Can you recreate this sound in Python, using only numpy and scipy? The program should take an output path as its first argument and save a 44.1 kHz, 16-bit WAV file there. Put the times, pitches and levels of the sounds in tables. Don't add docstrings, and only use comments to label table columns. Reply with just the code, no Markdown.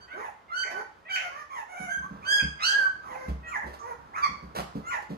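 import sys
import numpy as np
from scipy import signal
from scipy.fft import rfft, irfft
from scipy.io import wavfile
from scipy.ndimage import map_coordinates

SR = 44100
rng = np.random.default_rng(int(sys.argv[2]) if len(sys.argv) > 2 else 0)


def dump(signal):
    limited = np.clip(np.atleast_2d(signal).T, -1, 1)
    pcm = np.round(limited * 32767).astype(np.int16)
    wavfile.write(sys.argv[1], SR, pcm)


N = 228066

# hz, density_db
ROOM_TONE_SPECTRUM = [(25, -18.5), (70, -0.5), (110, -11.5), (170, -8.5), (400, -1.5), (1300, -1.5),
                      (2500, -13), (5000, -21.5), (9000, -33), (14000, -37)]
CLOTH_SPECTRUM = [(25, -3.5), (70, 7), (105, 3), (150, 2), (210, -1), (300, 0.5), (600, -4.5), (1200, 3.5),
                  (2500, -22.5), (5000, -26.5), (9000, -37.5), (14000, -38)]
BREATH_SPECTRUM = [(200, -1), (450, 2.5), (800, 10.5), (1300, 11), (2100, 1.5), (3600, -28), (4500, -49.5),
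                   (6500, -7), (8500, -26), (10000, -8), (12500, -15), (15000, -38)]
SLAP_SPECTRUM = [(60, -2), (250, 3.5), (600, 4.5), (1200, -13), (2500, -20), (4500, -21.5), (8000, -31.5),
                 (14000, -33)]
SCUFF_SPECTRUM = [(80, -6), (300, -6), (550, 6.5), (1100, 4), (2000, -8), (3200, -11), (4500, -13),
                  (7000, -18.5), (9500, -20), (13000, -21), (15500, -55)]
# time_s, level_db
CLOTH_LEVELS = [(0, -55.5), (.45, -62.5), (1, -60), (1.45, -61.5), (1.8, -69), (2.15, -49), (2.55, -55),
                (3, -54), (3.4, -52.5), (3.7, -53.5), (4, -51.5), (4.5, -50.5), (4.85, -52.5),
                (5.17, -54.5)]

# start_s, length_s, crest_share, start_hz, crest_hz, end_hz, widest_share, open_s,
# level_db, swell_db, second_db, over_db, onset_roughness
SQUEALS = [ (0.009, 0.045, 0.1, 1530, 1530, 1520, 0.1, 0.2, -47, -14, -8, -8, 0.02),
           (0.084, 0.075, 0.74, 1425, 1526, 1450, 0.3, 0.085, -38.5, 6, -19.5, -30, 0.43),
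           (0.498, 0.147, 0.63, 1225, 1530, 1495, 0.68, 0.072, -29.7, 3, -8.5, -8, 0.15),
           (0.736, 0.052, 0.25, 1510, 1530, 1480, 0.1, 0.08, -28, -3, -29, -39, 0.1),
           (2.254, 0.18, 0.522, 1486, 1662, 1564, 0.43, 0.13, -23.8, 0, -4, -7, 0.15),
           (2.604, 0.262, 0.52, 1180, 1640, 1510, 0.18, 0.085, -23.3, 9, -2, -0.5, 0.65), ]
NASAL_SQUEALS = [ (1.872, 0.145, 0.5, 1450, 1600, 1530, 0.4, 0.085, -30.3, -7, -22, -19, 0.25),
                 (3.455, 0.062, 0.9, 1280, 1430, 1420, 0.7, 0.08, -40, 3, -15, -11, 0.45),
                 (4.843, 0.075, 0.92, 1230, 1440, 1430, 0.7, 0.08, -34, 4, -17, -15, 0.2), ]
# start_s, length_s, start_hz, end_hz, overtone_level_db
CREAKS = [(0.082, 0.062, 641, 761, -46), (0.486, 0.05, 691, 679, -46), (1.056, 0.041, 617, 690, -43),
          (1.09, 0.035, 765, 780, -35.5), (2.593, 0.021, 676, 686, -39), (3.435, 0.054, 634, 640.4, -43.5),
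          (4.837, 0.057, 675, 722, -48.5)]
# start_s, length_s, start_hz,
# end_hz, bow_hz, level_db, second_db, over_db, roughness
GRUNTS = [ (0.14, 0.075, 290, 500, 0, -42.5, 0, 0, 0.3), (0.651, 0.075, 501.6, 898, 0, -41, 0, -6.5, 0.8),
          (0.715, 0.1, 330, 458.8, 0, -43, 6, 3, 0.45), (1.174, 0.11, 759, 691.3, 0, -39, 0.5, -1.5, 0.37),
          (1.301, 0.125, 530, 590, 35, -54, 12.5, 8.5, 0.28),
          (2.269, 0.13, 310, 540, -35, -50, 4, -3, 0.62), (2.721, 0.1, 400, 542, 0, -49, 6, -9, 0.66),
          (3.045, 0.07, 270, 350, 0, -52, -3, 7, 0.6), (3.104, 0.17, 500, 515, 12, -44.5, -2, -0.5, 0.2),
          (3.826, 0.102, 445, 462, 32, -41.5, 5.5, -4.5, 0.28), ]
# start_s, length_s, crest_share, start_hz, crest_hz, end_hz,
# plunge (1 is an even fall, more is sudden), push_share, level_db, swell_db, second_db, over_db,
# start_roughness, end_roughness
WHINES = [ (0.169, 0.13, 0.031, 1403, 1390, 769.5, 1.75, 0.71, -36.3, 9, -1.5, -18.5, 0.7, 0.36),
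          (1.5, 0.12, 0.39, 1110, 1098, 828, 1.37, 0.82, -34.5, 5, -5, -18.5, 0.55, 0.1),
          (2.024, 0.037, 0.95, 1020, 1149, 1160, 1.1, 0.47, -36.5, 1, -21, -29, 0.4, 0.1),
          (2.221, 0.053, 0.9, 1125, 1195, 1205, 1.1, 0.65, -43, 6, 8.5, -15, 1.05, 0.8),
          (2.842, 0.034, 0.2, 1140, 1145, 1125, 1.1, 0.44, -35.5, 3, -11, -30, 0.17, 0.25),
          (3.025, 0.14, 0.15, 1250, 1268, 749, 0.89, 0.98, -37, 8, -9, -16, 1, 0.3),
          (3.505, 0.072, 0.08, 1290, 1270, 820, 1.2, 0.82, -32, 8, 4, -23, 0.55, 0.27),
          (3.601, 0.043, 0.2, 890, 888, 865, 1.2, 0.74, -36.5, 7, 2, -31, 0.66, 0.72),
          (4.135, 0.092, 0.6, 860, 1340, 1200, 1.03, 0.55, -30.5, 8, -1, -24, 0.4, 0.95),
          (4.906, 0.078, 0.03, 1190, 1170, 840, 2.2, 0.45, -28.8, 4, -2, -18, 0.3, 0.38), ]
SPLIT_SQUEAL = (1.098, 0.08, 0.2, 772, 766, 748, 1, 0.68, -45.5, 7, 29, 15.5, 0.24, 0.11)
WHIMPER = (1.688, 0.245, 0.42, 719, 745.5, 695.5, 1, 0.6, -39, 5.5, 11, -1, 0.16, 0.04)
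YELP = (4.222, 0.04, 0.2, 1190, 1180, 1075, 1.1, 0.42, -19.7, 11, 1, -15, 0.2, 0.34)
# start_s, length_s, level_db, resonance_hz, width_hz
RASPS = [(0.632, 0.055, -36, 2040, 330), (1.156, 0.047, -30, 2330, 850), (2.392, 0.033, -36, 2360, 380),
         (2.594, 0.037, -40, 1700, 1300), (3.549, 0.026, -37, 1810, 450), (3.787, 0.055, -43, 1140, 190),
         (4.156, 0.05, -39, 1700, 600), (4.239, 0.009, -27, 2020, 300), (4.904, 0.03, -38, 2200, 450)]
# hz, gain_db
SQUEAL_THROAT = [(3700, 10), (4500, 6.5), (5100, 3.5), (6200, -0.5), (7200, -8), (7950, -3.5), (8500, -16),
                 (9400, -22), (10200, -20.5), (11500, -17.5), (13300, -26), (14500, -46)]
GRUNT_THROAT = [(900, 23), (1500, 5.5), (2100, 5.5), (2700, -19), (4000, -23), (6500, -14.5), (9000, -50),
                (11000, -24), (14000, -46)]
WHINE_THROAT = [(1200, -3), (2200, 9.5), (2900, -9.5), (3500, -10.5), (4400, -25), (5400, -17),
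                (7000, -13.5), (8500, -40), (11000, -25), (14000, -55)]
SPLIT_THROAT = [(2300, -11), (3050, 0), (3800, -26), (4550, -14), (5350, -21), (6050, -15), (6900, -20),
                (7600, -22), (8500, -42), (10500, -31), (13500, -34), (15000, -60)]
WHIMPER_THROAT = [(2100, 9.5), (2900, -9), (3700, -19), (4800, -28), (6300, -8), (7300, -15.5),
                  (8500, -30.5), (10400, -9), (11500, -32), (13000, -32), (15000, -41)]
NASAL_THROAT = [(4200, -13), (4800, -19), (5600, -11), (6400, 0), (7100, 2), (8000, -14), (9000, -22),
                (10500, -10), (13000, -24), (15000, -42)]
YELP_THROAT = [(3200, 0), (3800, -1), (4500, 7), (5050, -3), (5500, 0), (6600, -16), (7900, -13),
               (9000, -31), (10800, -16), (13000, -35)]
# centre_hz, width_hz, gain_db
MUZZLE_BANDS = [(3470, 350, -4.5), (5430, 133, 3.5)]

# start_s, level_db, relative_boom_db, relative_slap_db, t60_factor, spot_hz, press_s
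BUMPS = [(1.795, -39, -14, -5, 1.6, 200, .005), (1.965, -42, -5, -20, 1.4, 170, .008),
         (2.036, -42, -21, -23, 0.86, 190, .007), (2.103, -36, -17, -20, 1.4, 200, .008),
         (2.421, -24.5, -8, -22, 1, 155, .008), (3.248, -44, -12, -14, 1, 135, .012),
         (3.279, -28.5, 3, -8, 1.35, 160, .006), (3.63, -38, -4, -7, 1.04, 180, .01),
         (3.661, -46, -1.5, 10, 0.6, 400, .005), (4.284, -37, -14, -28, 0.98, 200, .01),
         (4.422, -39, -3, -6, 1.4, 175, .008), (4.564, -32, -11, -0.5, 1.37, 185, .012),
         (4.749, -23, -22, -12, 0.8, 235, .008), (5.092, -25, -26, -8, 1, 205, .015)]
# pitch_hz, level_db, t60_s
TUB_MODES = [(149, -2, 0.33), (182, 0, 0.22), (208, -1, 0.24), (287, 0, 0.21), (443, -6, 0.35),
             (511, -5, 0.15), (623, -16, 0.45)]
# start_s, length_s, level_db
SCUFFS = [(3.281, 0.012, -41.5), (3.66, 0.1, -53), (3.724, 0.023, -47), (4.548, 0.011, -29.5),
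          (4.552, 0.051, -32.5), (5.006, 0.02, -47)]

# left_delay_s, right_delay_s, level_db
ECHOES = [(.0021, .0017, -8), (.0047, .0052, -8), (.0083, .0076, -8), (.0118, .0126, -8),
          (.0172, .0163, -9), (.0231, .0243, -10), (.0316, .0302, -12)]
# hz, t60_s
ROOM_T60 = [(100, 0.21), (500, 0.34), (1500, 0.4), (4500, 0.46), (8000, 0.42), (14000, 0.19)]
# hz, gain_db
REFLECTED_COLOUR = [(50, -12), (110, -3), (300, -1), (1500, -0.5), (5000, 0), (8000, -2.5), (14000, 2)]
# hz, left_minus_right_db
VOICE_BALANCE = [(400, -2.5), (900, -3.5), (2000, -0.5), (3200, -3), (4500, -4.5), (6500, -3.5),
                 (8500, -1.5), (12000, 2)]


def amp(db):
    return 10 ** (np.asarray(db) / 20)


def unit_rms(x):
    return x / np.sqrt(np.mean(abs(x) ** 2) + 1e-20)


def curve_at(points, hz):
    f, value = np.transpose(points)
    return np.interp(np.log(hz + 1), np.log(f + 1), value)


def add(mix, start_s, sound):
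    part = mix[round(start_s * SR):][:len(sound)]
    part += sound[:len(part)]


def noise(spectrum, size=N):
    colour = amp(curve_at(spectrum, np.fft.rfftfreq(N, 1 / SR)))
    return unit_rms(irfft(rfft(rng.standard_normal(N)) * colour, N))[:size]


def flutter(t, rate):
    return map_coordinates(rng.standard_normal(2048), [(t - t[0]) * rate], order=2, mode="wrap")


def room_tone():
    shared = noise(ROOM_TONE_SPECTRUM)
    pair = np.array([shared + 1.25 * noise(ROOM_TONE_SPECTRUM) for side in range(2)])
    return amp(-60) * unit_rms(pair)


def rustle():
    t = np.arange(N) / SR
    level_db = np.interp(t, *np.transpose(CLOTH_LEVELS)) + 0.83 * flutter(t, 25)
    return amp(level_db) * noise(CLOTH_SPECTRUM)


def cry(gesture, throat, waver, jitter, rasp, rasp_rate, hiss_db, harmonics):
    times, *columns = np.transpose(gesture)
    fade_s = .008
    t = np.arange(times[0] - fade_s, times[-1] + fade_s, 1 / SR)
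    hz, level_db, second_db, over_db, rough = (np.interp(t, times, c) for c in columns)
    hz = hz * (1 + waver * flutter(t, 60.07))
    rough = np.clip(rough, 0, 1)
    quiver = flutter(t, 260.3) + 0.67 * np.sin(2 * np.pi * (95 * t + 0.072 * flutter(t, 42.6)))
    phase = 2 * np.pi * np.cumsum(hz * (1 + jitter * np.tanh(rough / 0.42) * quiver)) / SR
    overtone_hz = np.arange(3, harmonics + 1)[:, None] * hz
    overtones = amp(curve_at(throat, overtone_hz)) * (overtone_hz < SR / 2)
    overtones *= amp(over_db) / np.linalg.norm(overtones, axis=0)
    heights = np.vstack([np.ones(len(t)), amp(second_db), overtones])
    voice = np.zeros(len(t))
    for order, height in enumerate(heights, 1):
        smear = np.clip(rasp * rough * order ** .33, 0, 1)
        hoarse = (flutter(t, rasp_rate) + 1j * flutter(t, rasp_rate)) / np.sqrt(2)
        voice += height * ((np.sqrt(1 - smear ** 2) + smear * hoarse) * np.exp(1j * order * phase)).real
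    effort_db = level_db + 10 * np.log10(np.sum(heights ** 2, axis=0))
    hiss = amp(hiss_db + 0.68 * effort_db) * noise(BREATH_SPECTRUM, len(t))
    hiss *= 1 - np.exp(-(t - t[0]) / 0.026)
    ends = np.clip(np.minimum(t - t[0], t[-1] - t) / fade_s, 0, 1)
    return t[0], ends * (np.sqrt(2) * amp(level_db) * voice + hiss)


def pitch_arch(u, crest, start_hz, crest_hz, end_hz, plunge):
    before = np.clip(1 - u / crest, 0, 1)
    after = np.clip((1 - u) / (1 - crest), 0, 1)
    return crest_hz + (start_hz - crest_hz) * before ** 2 + (end_hz - crest_hz) * (1 - after ** plunge)


def squeal(start_s, length_s, crest, start_hz, crest_hz, end_hz, widest, open_s,
           level_db, swell_db, second_db, over_db, onset_rough):
    u = np.linspace(0, 1)
    t = u * length_s
    hz = pitch_arch(u, crest, start_hz, crest_hz, end_hz, plunge=0.99)
    attack = np.clip(1 - t / 0.032, 0, 1)
    release = np.clip(1 - (length_s - t) / 0.022, 0, 1)
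    envelope_db = level_db + swell_db * (u - .5) - 15 * attack - 9.5 * release
    shut = 1 - np.exp(-((t - widest * length_s) / open_s) ** 2)
    rough = 0.069 + onset_rough * np.exp(-t / 0.049)
    return np.column_stack([start_s + t, hz, envelope_db,
                            second_db - 32 * shut, over_db - 33.5 * shut, rough])


def creak(start_s, length_s, start_hz, end_hz, overtone_level_db):
    return grunt(start_s, length_s, start_hz, end_hz, bow_hz=0,
                 level_db=overtone_level_db - 12, second_db=0, over_db=12, rough=0.29)


def grunt(start_s, length_s, start_hz, end_hz, bow_hz, level_db, second_db, over_db, rough):
    u = np.linspace(0, 1)
    hz = start_hz + (end_hz - start_hz) * u + bow_hz * np.sin(np.pi * u)
    push_db = np.interp(u, [0, 0.73, 1], [-7, 0, -3.5])
    columns = start_s + u * length_s, hz, level_db + push_db, second_db, over_db, rough
    return np.column_stack(np.broadcast_arrays(*columns))


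def whine(start_s, length_s, crest, start_hz, crest_hz, end_hz, plunge, hardest,
          level_db, swell_db, second_db, over_db, start_rough, end_rough):
    ring_hz, ring_width_hz = 1920, 420
    u = np.linspace(0, 1)
    t = u * length_s
    hz = pitch_arch(u, crest, start_hz, crest_hz, end_hz, plunge)
    off_ring = 1 - np.exp(-((2 * hz - ring_hz) / ring_width_hz) ** 2)
    shut = 1 - np.exp(-((t - hardest * length_s) / 0.033) ** 2)
    attack_db = -6 * np.clip(1 - t / 0.011, 0, 1)
    push_db = np.interp(u, [0, hardest, 1], [-swell_db, 0, -9])
    rough = start_rough + (end_rough - start_rough) * u
    return np.column_stack([start_s + t, hz, level_db + attack_db + push_db,
                            second_db - 20 * off_ring, over_db - 0.92 * swell_db * shut, rough])


def voice_break(length_s, level_db, resonance_hz, width_hz):
    slaps_per_s, attack_s, release_s = 750, 0.004, 0.012
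    t = np.arange(0, length_s + 5 * release_s, 1 / SR)
    turns = np.cumsum(slaps_per_s * np.exp(.5 * flutter(t, slaps_per_s))) / SR
    slaps = np.diff(np.floor(turns), prepend=0) * amp(2 * flutter(t, slaps_per_s))
    hz = np.fft.rfftfreq(len(t), 1 / SR)
    throat = 1 / (1 + 1j * (hz - resonance_hz) / width_hz) ** 4
    treble = amp(-24) / (1 + 1j * (hz - 6300) / 1450) ** 4
    rasp = unit_rms(irfft(rfft(slaps) * (throat + treble), len(t)))
    effort = np.minimum(t / attack_s, 1) * np.exp(-np.maximum(t - length_s, 0) / release_s)
    return amp(level_db - 4 * t / length_s) * effort * rasp


def muzzle(voice):
    hz = np.fft.rfftfreq(N, 1 / SR)
    gain_db = sum(db * np.exp(-(2 * (hz - centre) / width) ** 2) for centre, width, db in MUZZLE_BANDS)
    return irfft(rfft(voice) * amp(gain_db), N)


def puppy():
    out = np.zeros(N)
    for row in SQUEALS:
        add(out, *cry(squeal(*row), SQUEAL_THROAT,
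                      waver=.006, jitter=.033, rasp=.46, rasp_rate=650, hiss_db=-32.5, harmonics=9))
    for row in WHINES:
        add(out, *cry(whine(*row), WHINE_THROAT,
                      waver=.015, jitter=.03, rasp=1.1, rasp_rate=500, hiss_db=-25.5, harmonics=17))
    for row in CREAKS:
        add(out, *cry(creak(*row), WHINE_THROAT,
                      waver=.008, jitter=.015, rasp=.7, rasp_rate=500, hiss_db=-36, harmonics=5))
    for row in GRUNTS:
        add(out, *cry(grunt(*row), GRUNT_THROAT,
                      waver=.012, jitter=.022, rasp=1.15, rasp_rate=400, hiss_db=-26.5, harmonics=26))
    for start_s, *row in RASPS:
        add(out, start_s, voice_break(*row))
    add(out, *cry(whine(*WHIMPER), WHIMPER_THROAT,
                  waver=.018, jitter=.03, rasp=1.5, rasp_rate=350, hiss_db=-28, harmonics=19))
    for row in NASAL_SQUEALS:
        add(out, *cry(squeal(*row), NASAL_THROAT,
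                      waver=.005, jitter=.025, rasp=.42, rasp_rate=500, hiss_db=-35, harmonics=9))
    add(out, *cry(whine(*SPLIT_SQUEAL), SPLIT_THROAT,
                  waver=.005, jitter=.03, rasp=.5, rasp_rate=500, hiss_db=-32, harmonics=19))
    add(out, *cry(whine(*YELP), YELP_THROAT,
                  waver=.008, jitter=.025, rasp=.9, rasp_rate=600, hiss_db=-31, harmonics=12))
    return muzzle(out)


def tub():
    boom_hz, boom_rise_s, boom_t60_s = 66.6, 0.016, 0.34
    out, t = np.zeros(N), np.arange(SR // 2) / SR
    for start_s, level_db, boom_db, _, t60_factor, spot_hz, press_s in BUMPS:
        detunes = 1 + 0.013 * rng.standard_normal(len(TUB_MODES))
        walls = np.zeros(len(t))
        for (hz, mode_db, t60_s), detune in zip(TUB_MODES, detunes):
            off_spot_db = -11 * abs(np.log2(hz / spot_hz))
            decay = amp(mode_db + off_spot_db - 60 * t / (t60_s * t60_factor))
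            walls += decay * np.sin(2 * np.pi * hz * detune * t + rng.uniform(0, np.pi))
        boom_envelope = 2 * amp(boom_db - 60 * t / boom_t60_s) * (1 - np.exp(-t / boom_rise_s))
        boom = boom_envelope * np.sin(2 * np.pi * boom_hz * t)
        press = 1 - np.exp(-(t / press_s) ** 2)
        add(out, start_s, amp(level_db) * press * (walls + boom))
    return out


def handling():
    out, t = np.zeros(N), np.arange(SR // 4) / SR
    for start_s, level_db, _, slap_db, _, _, press_s in BUMPS:
        slap = amp(level_db + slap_db - 60 * t / 0.21) * (1 - np.exp(-t / press_s))
        add(out, start_s, slap * noise(SLAP_SPECTRUM, len(t)))
    for start_s, length_s, level_db in SCUFFS:
        stroke = (1 - np.exp(-t / .006)) * np.exp(-np.maximum(t - length_s, 0) / 0.013)
        grain_db = 3.8 * flutter(t, 338.5)
        add(out, start_s, amp(level_db + grain_db) * stroke * noise(SCUFF_SPECTRUM, len(t)))
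    return out


def room(source, wet_db, echo_db, left_db):
    size = 30000
    taps = rng.choice([-1., 1.], (2, size)) * (rng.random((2, size)) < .08)
    taps[:, :SR // 150] = 0
    hz, t, spectra = signal.stft(taps, SR, nperseg=256)
    decay = amp(-60 * t / curve_at(ROOM_T60, hz)[:, None])
    tail = signal.istft(spectra * decay, SR, nperseg=256)[1][:, :size]
    response = amp(wet_db) * tail / np.linalg.norm(tail, axis=1, keepdims=True)
    for left_s, right_s, level_db in ECHOES:
        response[[0, 1], [round(left_s * SR), round(right_s * SR)]] += amp(level_db + echo_db)
    total_gain = np.sqrt(1 + np.sum(response[0] ** 2))
    colour = amp(curve_at(REFLECTED_COLOUR, np.fft.rfftfreq(size, 1 / SR)))
    response = irfft(rfft(response) * colour, size)
    response[[0, 1], [20, 0]] += 1
    pair = signal.fftconvolve(source[None], response, axes=1)[:, :N]
    return pair / total_gain * amp([[left_db], [-left_db]])


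def voice_direction(pair):
    tilt_db = curve_at(VOICE_BALANCE, np.fft.rfftfreq(N, 1 / SR)) / 2
    return irfft(rfft(pair) * amp([tilt_db, -tilt_db]), N)


def scene():
    voice = amp(0.58) * voice_direction(room(puppy(), wet_db=-1.5, echo_db=-3.0, left_db=-0.5))
    touch = room(handling() + rustle(), wet_db=-4.0, echo_db=-11.0, left_db=-1.23)
    bumps = room(tub(), wet_db=-13, echo_db=-12, left_db=-.6)
    return voice + touch + bumps + room_tone()


def record(dry):
    low_cut = signal.butter(3, 40, "highpass", fs=SR, output="sos")
    band_limit = signal.firwin(511, 15000, window=("kaiser", 9), fs=SR)
    return signal.oaconvolve(signal.sosfilt(low_cut, dry), band_limit[None], "same")


dry = scene()
out = record(dry)
dump(out)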